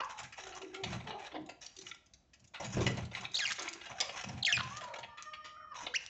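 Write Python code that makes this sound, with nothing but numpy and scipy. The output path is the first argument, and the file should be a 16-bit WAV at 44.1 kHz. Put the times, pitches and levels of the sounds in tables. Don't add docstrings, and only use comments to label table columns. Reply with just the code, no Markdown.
import sys
import numpy as np
from scipy import signal
from scipy.fft import rfft, irfft
from scipy.io import wavfile
from scipy.ndimage import uniform_filter1d

SR = 44100
rng = np.random.default_rng(int(sys.argv[2]) if len(sys.argv) > 2 else 0)


def master_out(mix):
    frames = np.transpose(np.atleast_2d(mix))
    ceiling = np.clip(frames, -1, 1)
    pcm = np.round(ceiling * 32767).astype(np.int16)
    wavfile.write(sys.argv[1], SR, pcm)


N = 268921
TIME = np.arange(N) / SR


def undb(db):
    return 10 ** (np.asarray(db) / 20)


def unit(x):
    return x / np.sqrt(np.mean(x ** 2) + 1e-20)


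def add(out, start_s, sound):
    start = max(int(start_s * SR), 0)
    out[start:start + len(sound)] += sound[:N - start]


def noise(size=N):
    return rng.standard_normal(size)


def decay(t, t60_s):
    return np.exp(-np.log(1000) * t / t60_s)


def low_pass(x, hz, order):
    return signal.sosfilt(signal.butter(order, hz, fs=SR, output="sos"), x)


def colour(x, spectrum):
    hz, db = np.transpose(spectrum)
    f = np.fft.rfftfreq(4096, 1 / SR)
    gain_db = np.interp(np.log(f + 1), np.log(hz), db)
    gain_db -= 11.0 * np.log2(np.maximum(f / hz[-1], 1))
    cepstrum = irfft(np.log(undb(gain_db)))
    half = len(cepstrum) // 2
    cepstrum[1:half] *= 2
    cepstrum[half + 1:] = 0
    response = irfft(np.exp(rfft(cepstrum)))
    return signal.fftconvolve(x, response / np.linalg.norm(response))[:N]


def wander(hz, size=N):
    k = max(int(SR / hz), 2)
    return unit(uniform_filter1d(uniform_filter1d(noise(size), k), k))


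def grains(rate_hz, spread_db, size=N):
    strength = undb(spread_db * np.minimum(rng.exponential(size=size), 4))
    return unit((rng.random(size) < rate_hz / SR) * strength * noise(size))


def burst(t60_s, rise_s):
    t = TIME[:SR // 4]
    return (1 - np.exp(-t / rise_s)) * decay(t, max(t60_s, .005))


def envelope(t, length_s, attack_s, release_s):
    return np.clip(t / attack_s, 0, 1) * np.exp(-np.clip((t - length_s) / release_s, 0, 20))


def ring(x, hz, width_hz):
    hz = min(hz, .4 * SR)
    b, a = signal.iirpeak(hz, hz / width_hz, SR)
    return signal.lfilter(b, a, x + 1e-18) * np.sqrt(SR / np.pi / width_hz)


def spot(x, t60_s):
    t = TIME[:SR // 40]
    response = noise(len(t)) * decay(t, t60_s)
    return signal.fftconvolve(x, response / np.linalg.norm(response))[:len(x)]


def room(x, t60_s, wet_db, top_hz):
    t = TIME[:SR]
    tail = low_pass(noise(SR) * decay(t, t60_s) * (t > .004), min(top_hz, SR / 3), order=1)
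    wet = undb(wet_db)
    reverb = signal.fftconvolve(x, tail / np.linalg.norm(tail))[:N]
    return (x + wet * reverb) / np.sqrt(1 + wet ** 2)


DULLING = 0.16


def syrinx(notes, shape, partials_db, throat, waver_db, flutter_hz, jitter, shimmer):
    out, t = np.zeros(N), TIME[:SR]
    glide_s, attack_s, release_s = shape
    throat_hz, throat_db = np.transpose(throat)
    for start_s, length_s, start_hz, end_hz, level_db, fade_db, roughness in notes:
        held = np.minimum(t, length_s)
        settled = np.expm1(-held / glide_s) / np.expm1(-length_s / glide_s)
        hz = 1 / ((1 - settled) / start_hz + settled / end_hz)
        shaken_hz = hz * (1 + jitter * roughness * wander(flutter_hz, size=SR))
        phase = 2 * np.pi * np.cumsum(shaken_hz) / SR
        fade = fade_db * held / length_s
        gains = []
        for number, partial_db in enumerate(partials_db, start=1):
            gain_db = partial_db + np.interp(number * hz, throat_hz, throat_db)
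            gain_db = gain_db + DULLING * fade * np.log2(number)
            gain_db = gain_db + waver_db * wander(2 / glide_s, size=SR)
            gains.append(undb(gain_db))
        gains = np.array(gains) / np.linalg.norm(gains, axis=0)
        tone = unit(sum(gain * np.sin(number * phase) for number, gain in enumerate(gains, start=1)))
        strength = undb(level_db + fade) * envelope(t, length_s, attack_s, release_s)
        add(out, start_s, tone * strength * (1 + shimmer * roughness * wander(flutter_hz, size=SR)))
    return out


# start_s, level_db, body_db, edge_db, scatter_t60_s
BEAK_PECKS = [(.003, -30.5, -1.5, -19, 0.033), (0.323, -43.5, -22, -6, 0.1), (.379, -40.5, 0, -7.5, 0.094),
              (.468, -51, 2, 6, .06), (.52, -46.5, -8, -33, 0.15), (0.614, -43, 0, -7, 0.061),
              (0.743, -36.5, -21, -10, 0.088), (0.834, -29, -4, -5.5, 0.072),
              (0.922, -42.5, 2.5, -3.5, 0.12), (1.0, -42.5, 5.5, -33, 0.045), (1.069, -38.5, -2, -36, .07),
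              (1.103, -38.5, 2, -33, 0.12), (1.194, -44.5, -2, 0, 0.03), (1.253, -44.5, 0, -9, 0.079),
              (1.315, -43, 1, -39, 0.081), (1.341, -44, 11.5, -36, 0.13), (1.354, -36, -2, -45, 0.053),
              (1.489, -42, 1.5, -8, 0.085), (1.622, -51.5, -6.5, -24, 0.25), (1.864, -42, -33, -20, 0.058),
              (1.912, -26, -25, -33, 0.021), (1.944, -41.5, -5, 3.5, 0.019), (2.333, -55, -17, 5, 0.07),
              (2.542, -44, -11, -24, 0.19), (2.597, -46.5, 14, 1, 0.16), (2.643, -44, 1.5, 1.5, 0.17),
              (2.803, -38.5, -1, -3, 0.18), (2.863, -27.5, -5.5, -4, 0.079), (2.972, -44, 11, -17, 0.098),
              (3.112, -44, 0, -18, 0.086), (3.148, -29, -40, -23, 0.038), (3.207, -44, -3, 4, 0.047),
              (3.245, -27.5, -18.5, -39, 0.047), (3.582, -38.5, -1, -16, 0.18),
              (3.675, -32.5, -13.5, -42.5, 0.044), (3.811, -38.5, -7, -15, 0.042),
              (3.855, -35, -5, -10.5, 0.077), (3.909, -41.5, 1, -27, 0.075), (4.004, -33.5, -2, -26, 0.14),
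              (4.09, -38, -1.5, -9, .086), (4.146, -49, 10, -38, 0.047), (4.165, -57, -7, -19, 0.017),
              (4.188, -38, -28, -20, 0.032), (4.237, -37.5, 0.5, 1, 0.043), (4.289, -41, 6, -12, 0.055),
              (4.808, -40.5, -6.5, -10, 0.094), (4.837, -38, -2, -5, 0.054), (4.936, -39.5, 0, -8.5, 0.055),
              (4.957, -34.5, -0.5, -9.5, 0.046), (4.984, -40, 3.5, -6, 0.067),
              (5.029, -38, -3.5, -40, 0.069), (5.171, -45, -22, -13.5, 0.28), (5.332, -36, -21, -21, 0.084),
              (5.441, -45, -12.5, -7, 0.25), (5.864, -30, -5, -47, 0.064)]
# centre_hz, width_hz, relative_db
TRAY_MODES = [(1381, 40, 7), (1740, 720, -21.5), (2244, 240, 3.5), (2537, 120, 3.5), (2865, 93, 7.5),
              (3260, 220, 3), (3880, 220, -16.5)]
# hz, db_per_hz
PECK_SPECTRUM = [(600, -33.5), (1100, -2.5), (2000, 14), (3300, 6.5), (4300, 13), (5500, -19.5),
                 (8000, -52.5)]
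# hz, db_per_hz
BODY_SPECTRUM = [(150, -10.5), (350, 1), (700, 14), (1000, 6), (1600, -39)]
# hz, db_per_hz
EDGE_SPECTRUM = [(3000, -27), (4800, 11), (6500, 14), (7500, 11.5), (9000, -35.5)]
KNOCK_HZ, KNOCK_SPREAD_OCT = 2210, 0.56


def pecks(knock_db=-5, body_db=-4, edge_db=-4, tray_db=-5, pitch_db=-4, pitch_width_hz=350):
    knock, pitched, body, edge = np.zeros((4, N))
    for start_s, level_db, peck_body_db, peck_edge_db, t60_s in BEAK_PECKS:
        hz = KNOCK_HZ * 2 ** (KNOCK_SPREAD_OCT * rng.standard_normal())
        shape = burst(t60_s, rise_s=0.0025)
        seeds = grains(rate_hz=9000, spread_db=3.3, size=len(shape)) * shape * undb(level_db)
        blow = spot(seeds, t60_s=.011)
        add(knock, start_s, blow)
        add(pitched, start_s, ring(seeds, hz, pitch_width_hz))
        add(body, start_s, seeds * undb(peck_body_db))
        add(edge, start_s, blow * undb(peck_edge_db))
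    tray = sum(undb(db + tray_db) * ring(knock, hz, width_hz) for hz, width_hz, db in TRAY_MODES) / 2
    middle = low_pass(colour(knock, PECK_SPECTRUM) + tray + undb(pitch_db) * pitched, 4700, order=5)
    low = undb(body_db) * colour(body, BODY_SPECTRUM)
    bright = undb(edge_db) * colour(edge, EDGE_SPECTRUM)
    return undb(knock_db) * middle + low + bright


# start_s, splinters_db, snap_db, ring_hz
HUSK_CRACKS = [(0.103, -45, 0, 6600), (.191, -32, -6, 6360), (0.232, -35.5, 0, 4300), (0.549, -42, 8, 6560),
               (1.461, -48, 3, 6700), (1.661, -31.5, -6, 5650), (1.765, -38, -5, 5570),
               (1.785, -30.5, -11, 6140), (1.811, -36.5, -3, 6200), (2.061, -49, 5, 6200),
               (2.135, -43, -11, 5860), (2.396, -50.5, -7, 5640), (2.441, -47, -9, 6030),
               (2.474, -51.5, -3, 6730), (2.972, -38.5, 12.5, 3600), (3.05, -40, -4, 6470),
               (3.316, -40, -2, 3700), (3.52, -26, 14.5, 6330), (3.56, -35, -3, 3760),
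               (3.591, -30.5, -1, 6470), (3.621, -28, 3, 6540), (3.684, -31, -2, 6980),
               (3.73, -27.5, 4.5, 6830), (4.003, -16.5, 8.5, 3460), (4.219, -43.5, 9, 5830),
               (4.286, -33, -6, 5560), (4.63, -37, -5, 5700), (4.77, -33, 17, 6000),
               (5.224, -40.5, 20.5, 6330), (5.458, -48, -3.5, 4630), (6.063, -43, 23, 5200)]
# hz, db_per_hz
HUSK_SPECTRUM = [(800, -13), (2000, -8.5), (3500, -2.5), (6500, -1.5), (7500, -4.5), (9000, -20.5)]
SPLINTER_T60_S = 0.05
SHELL_CUT = 0.37


def husks(crack_db=-6, ring_db=-5, ring_width_hz=400):
    cracks, shells = np.zeros((2, N))
    shape = burst(SPLINTER_T60_S, rise_s=0.0025)
    click = burst(0.004, rise_s=0.0011)
    for start_s, splinters_db, snap_db, ring_hz in HUSK_CRACKS:
        snap = undb(splinters_db + snap_db) * click * noise(len(click))
        splinters = undb(splinters_db) * shape * grains(rate_hz=4700, spread_db=-0.5, size=len(shape))
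        high_pass = signal.butter(2, SHELL_CUT * ring_hz, "high", fs=SR, output="sos")
        add(cracks, start_s, snap + signal.sosfilt(high_pass, spot(splinters, t60_s=.006)))
        add(shells, start_s, ring(snap + splinters, ring_hz, ring_width_hz))
    return undb(crack_db) * (colour(cracks, HUSK_SPECTRUM) + undb(ring_db) * shells)


# start_s, length_s, level_db, treble_db
STIR_BOUTS = [(0, 0.26, -51, -56), (0.362, 0.37, -52, -58), (0.706, 0.25, -48.5, -60),
              (1.003, .3, -54, -73), (1.608, .29, -59.5, -55), (2.536, 0.11, -45, -66),
              (2.698, 0.18, -42, -43.5), (2.954, 0.046, -53, -65), (3.126, .11, -46, -65),
              (3.332, .22, -50, -47), (3.6, 0.21, -52, -75), (3.825, 0.44, -55.5, -64),
              (4.077, .3, -47.5, -61), (4.507, 0.28, -56, -63), (4.777, 0.29, -59, -80),
              (5.741, 0.17, -52.5, -58), (6, .12, -65, -64)]
# hz, db_per_hz
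STIR_SPECTRUM = [(150, -3.5), (400, -8), (750, 4), (1200, 2), (2600, 3.5), (3800, -3.5), (5000, -7.5),
                 (8000, -10)]
STIR_ATTACK_S, STIR_RELEASE_S = 0.0087, 0.019


def stirring(mid_db=-3, treble_db=-3, ring_db=-11, ring_width_hz=260, spot_count=10):
    middle, treble = np.zeros((2, N))
    for start_s, length_s, level_db, high_db in STIR_BOUTS:
        bout = envelope(TIME - start_s, length_s, STIR_ATTACK_S, STIR_RELEASE_S)
        middle += undb(level_db) * bout
        treble += undb(high_db) * bout
    turns = [undb(16 * wander(25)) for _ in range(spot_count)]
    ticks = [spot(grains(rate_hz=1100, spread_db=3), t60_s=.018) for _ in turns]
    pitches_hz = np.geomspace(800, 7000, spot_count) * (1 + .06 * noise(spot_count))
    spurts = np.zeros(N)
    for turn, tick, hz in zip(turns, ticks, pitches_hz):
        spurts += turn * (tick + undb(ring_db) * ring(tick, hz, ring_width_hz))
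    swell = undb(11.0 * np.tanh(wander(40)))
    seeds = unit(spurts / np.linalg.norm(turns, axis=0) * swell)
    dull = colour(seeds * middle * undb(mid_db), STIR_SPECTRUM)
    return dull + colour(seeds * treble * undb(treble_db), EDGE_SPECTRUM)


# start_s, length_s, air_db
WING_FLURRIES = [(0.214, .04, -55), (0.827, 0.15, -43), (1.016, 0.064, -49), (1.382, 0.029, -53),
                 (1.806, 0.032, -60), (2.4, 0.043, -67), (2.6, 0.19, -47), (2.737, 0.15, -37),
                 (2.918, 0.12, -41.5), (3.077, 0.17, -57), (3.44, 0.087, -60.5), (3.89, 0.036, -55),
                 (4.071, 0.032, -63), (4.237, 0.15, -45), (4.521, 0.15, -47.5), (4.704, 0.17, -62),
                 (4.987, 0.073, -64.5), (5.8, 0.028, -65.5)]
# hz, db_per_hz
WING_SPECTRUM = [(25, -22.5), (60, -11.5), (90, 3), (120, 7.5), (155, 1.5), (195, 5), (280, -9),
                 (450, -18.5), (1000, -17.5), (2000, -51)]
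# start_s, level_db
CLOSE_STROKES = [(2.768, -25), (2.788, -28.5), (2.806, -24), (2.864, -26), (2.9, -32.5)]
# hz, db_per_hz
STROKE_SPECTRUM = [(25, -4.5), (60, -10), (110, 5), (160, -4.5), (450, -1.5), (700, -9.5), (1500, -24)]
WING_ATTACK_S, WING_RELEASE_S = 0.029, 0.027


def wings(air_db=-1, mean_beat_hz=24, depth=0.31, feather_db=-17, stroke_db=-1, stroke_t60_s=0.093):
    effort = sum(undb(db) * envelope(TIME - start_s, length_s, WING_ATTACK_S, WING_RELEASE_S)
                 for start_s, length_s, db in WING_FLURRIES)
    beat_hz = mean_beat_hz * (1 + 0.0937 * wander(3.58))
    beat = unit(1 + depth * np.sin(2 * np.pi * np.cumsum(beat_hz) / SR))
    air = colour(noise(), WING_SPECTRUM) * beat * effort * undb(air_db)
    feathers = colour(noise(), STIR_SPECTRUM) * beat ** 2 * effort * undb(feather_db)
    strokes, puff = np.zeros(N), burst(stroke_t60_s, rise_s=0.0035)
    for start_s, level_db in CLOSE_STROKES:
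        add(strokes, start_s, undb(level_db + stroke_db) * puff * noise(len(puff)))
    return air + feathers + colour(strokes, STROKE_SPECTRUM)


# start_s, length_s, start_hz, end_hz, level_db, fade_db, roughness
CHIRP_NOTES = [(3.343, .012, 3810, 3675, -33, 3.5, 0.2), (3.354, 0.011, 3750, 4700, -34.5, -5, 0.65),
               (3.367, 0.02, 3270, 5020, -33, -8, 0.43), (3.385, 0.061, 4940, 1583, -38, 1, 0.19),
               (3.451, 0.045, 3040, 2200, -33.5, -11.5, 0.48), (3.501, 0.023, 1874, 1667, -39, -0.5, 0.73),
               (4.425, 0.0094, 4510, 3410, -39.5, 11.5, .35), (4.449, 0.0065, 2730, 5070, -24, -7.5, 0.2),
               (4.458, 0.067, 4585, 1660, -29, -11, 0.21), (4.515, .011, 1527, 2910, -40.5, 1.5, 1.11),
               (4.525, 0.0088, 3230, 2710, -21.5, -7.5, 0.23), (4.534, 0.042, 2685, 2383, -27, -18.5, .14),
               (4.567, 0.017, 2160, 1202, -37.5, -2, 1), (4.588, 0.022, 1846, 1125, -45, 7.5, 0.9),
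               (5.939, 0.026, 1440, 2948, -38.5, 6.5, 0.05), (5.959, 0.016, 3063, 2584, -30.5, -7.5, .25)]
# glide_s, attack_s, release_s
CHIRP_TIMING = (.02, 0.0013, 0.00067)
CHIRP_HARMONICS = [8, -5, -9, -18]
# hz, gain_db
BUDGERIGAR_THROAT = [(1000, -6.5), (1700, -7.5), (2600, -5), (3600, 4.5), (5200, -4.5), (7000, 4.5),
                     (8500, -23.5)]


def chirps(bounce_db=-9):
    calls = syrinx(CHIRP_NOTES, CHIRP_TIMING, CHIRP_HARMONICS, BUDGERIGAR_THROAT,
                   waver_db=4, flutter_hz=900, jitter=.14, shimmer=.9)
    return calls + undb(bounce_db) * spot(calls, t60_s=0.021)


# start_s, length_s, start_hz, level_db, second_partial_db
DISTANT_CALLS = [(0.386, 0.21, 404.6, -57.5, -0.5), (0.605, 0.079, 386.3, -50, -23),
                 (0.726, 0.17, 388, -52.5, -5.5), (1.059, .13, 432.4, -49, 5),
                 (1.141, 0.13, 335.4, -61, 13), (1.325, 0.1, 339, -50, -12), (1.452, 0.076, 389, -62, 7),
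                 (1.77, 0.038, 374, -57.5, -31), (3.2, 0.047, 395, -57, 4), (3.286, 0.019, 370, -63.5, -12),
                 (3.591, 0.088, 361.7, -53.5, -8), (3.752, 0.033, 353, -56.5, -24),
                 (3.843, 0.206, 810, -58.5, -23), (3.985, 0.11, 587, -55, -1),
                 (4.334, 0.25, 794, -58.5, -17), (4.8, 0.068, 708, -54.5, -26),
                 (4.863, 0.084, 623.5, -53, -5), (5.536, .15, 689, -59, 18), (5.823, 0.037, 306, -59.5, -1),
                 (5.864, 0.061, 560, -59, -3.5)]
CALL_SAG, CALL_ROUGHNESS = 0.1228, 0.44


def distant_calls(third_db=-14):
    out, shake, rasp = np.zeros(N), wander(170), wander(200)
    for start_s, length_s, start_hz, level_db, second_db in DISTANT_CALLS:
        on = (TIME > start_s) & (TIME < start_s + length_s)
        along = (TIME[on] - start_s) / length_s
        hz = start_hz * (1 - CALL_SAG * along) * (1 + .14 * CALL_ROUGHNESS * shake[on])
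        phase = 2 * np.pi * np.cumsum(hz) / SR
        upper = np.sin(2 * phase) + undb(third_db) * np.sin(3 * phase)
        tone = np.sin(phase) + undb(second_db) * upper
        swell = np.sqrt(np.abs(np.sin(np.pi * along)))
        out[on] += undb(level_db) * unit(tone * (1 + CALL_ROUGHNESS * rasp[on]) * swell)
    return room(out, t60_s=0.44, wet_db=-6.5, top_hz=3000)


# start_s, length_s, start_hz, end_hz, level_db, fade_db, roughness
CROW_SYLLABLES = [(0, 0.08, 571, 496, -36, -14.5, 0.84), (.08, 0.15, 498.4, 430.6, -55.5, 0.5, 0.52),
                  (4.605, 0.042, 504, 517, -48.5, 1.5, 0.16), (4.70, 0.076, 539, 609, -49.5, 1.5, 0.1),
                  (4.82, 0.32, 522.7, 463.6, -47.5, -13.5, 0.2), (5.08, 0.37, 587, 604, -57.5, -5, 0.11),
                  (5.25, 0.51, 612, 614.5, -50.5, -9, 0.07), (5.71, .12, 611, 474, -46, -11, 0.53)]
# glide_s, attack_s, release_s
CROW_TIMING = (0.0596, 0.011, 0.028)
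CROW_HARMONICS = [-6.5, 9, -0.5, -18.5, -17.5, -46, -37, -32, -16.5, -36]
# hz, gain_db
ROOSTER_THROAT = [(500, -6.5), (1000, 3), (1450, -3), (1850, 2), (3500, 10), (4500, 1), (5500, 4),
                  (6500, 7)]


def rooster():
    crow = syrinx(CROW_SYLLABLES, CROW_TIMING, CROW_HARMONICS, ROOSTER_THROAT,
                  waver_db=1.8, flutter_hz=220, jitter=.09, shimmer=.9)
    return room(crow, t60_s=0.36, wet_db=-9.5, top_hz=5000)


# hz, db_per_hz
AIR_SPECTRUM = [(18, -37.5), (30, -17.5), (58, 0), (87, -3), (362, -13.5), (418, -23), (656, -13),
                (893, -23.5), (5680, -32), (8710, -38), (11300, -92), (19200, -120)]


def outdoor_air(level_db=-71.5):
    return undb(level_db) * unit(colour(noise(), AIR_SPECTRUM))


def scene():
    feeding = room(pecks() + husks() + stirring() + wings(), t60_s=0.37, wet_db=-12, top_hz=6000)
    calls = room(chirps(), t60_s=0.54, wet_db=-15.5, top_hz=6100)
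    return (feeding + calls + distant_calls() + rooster() + outdoor_air())[None]


def record(dry, top_hz=7900):
    low_pass_taps = signal.firwin(101, top_hz, fs=SR, window=("kaiser", 6))
    return signal.fftconvolve(dry, low_pass_taps[None], mode="same")


dry = scene()
out = record(dry)
master_out(out)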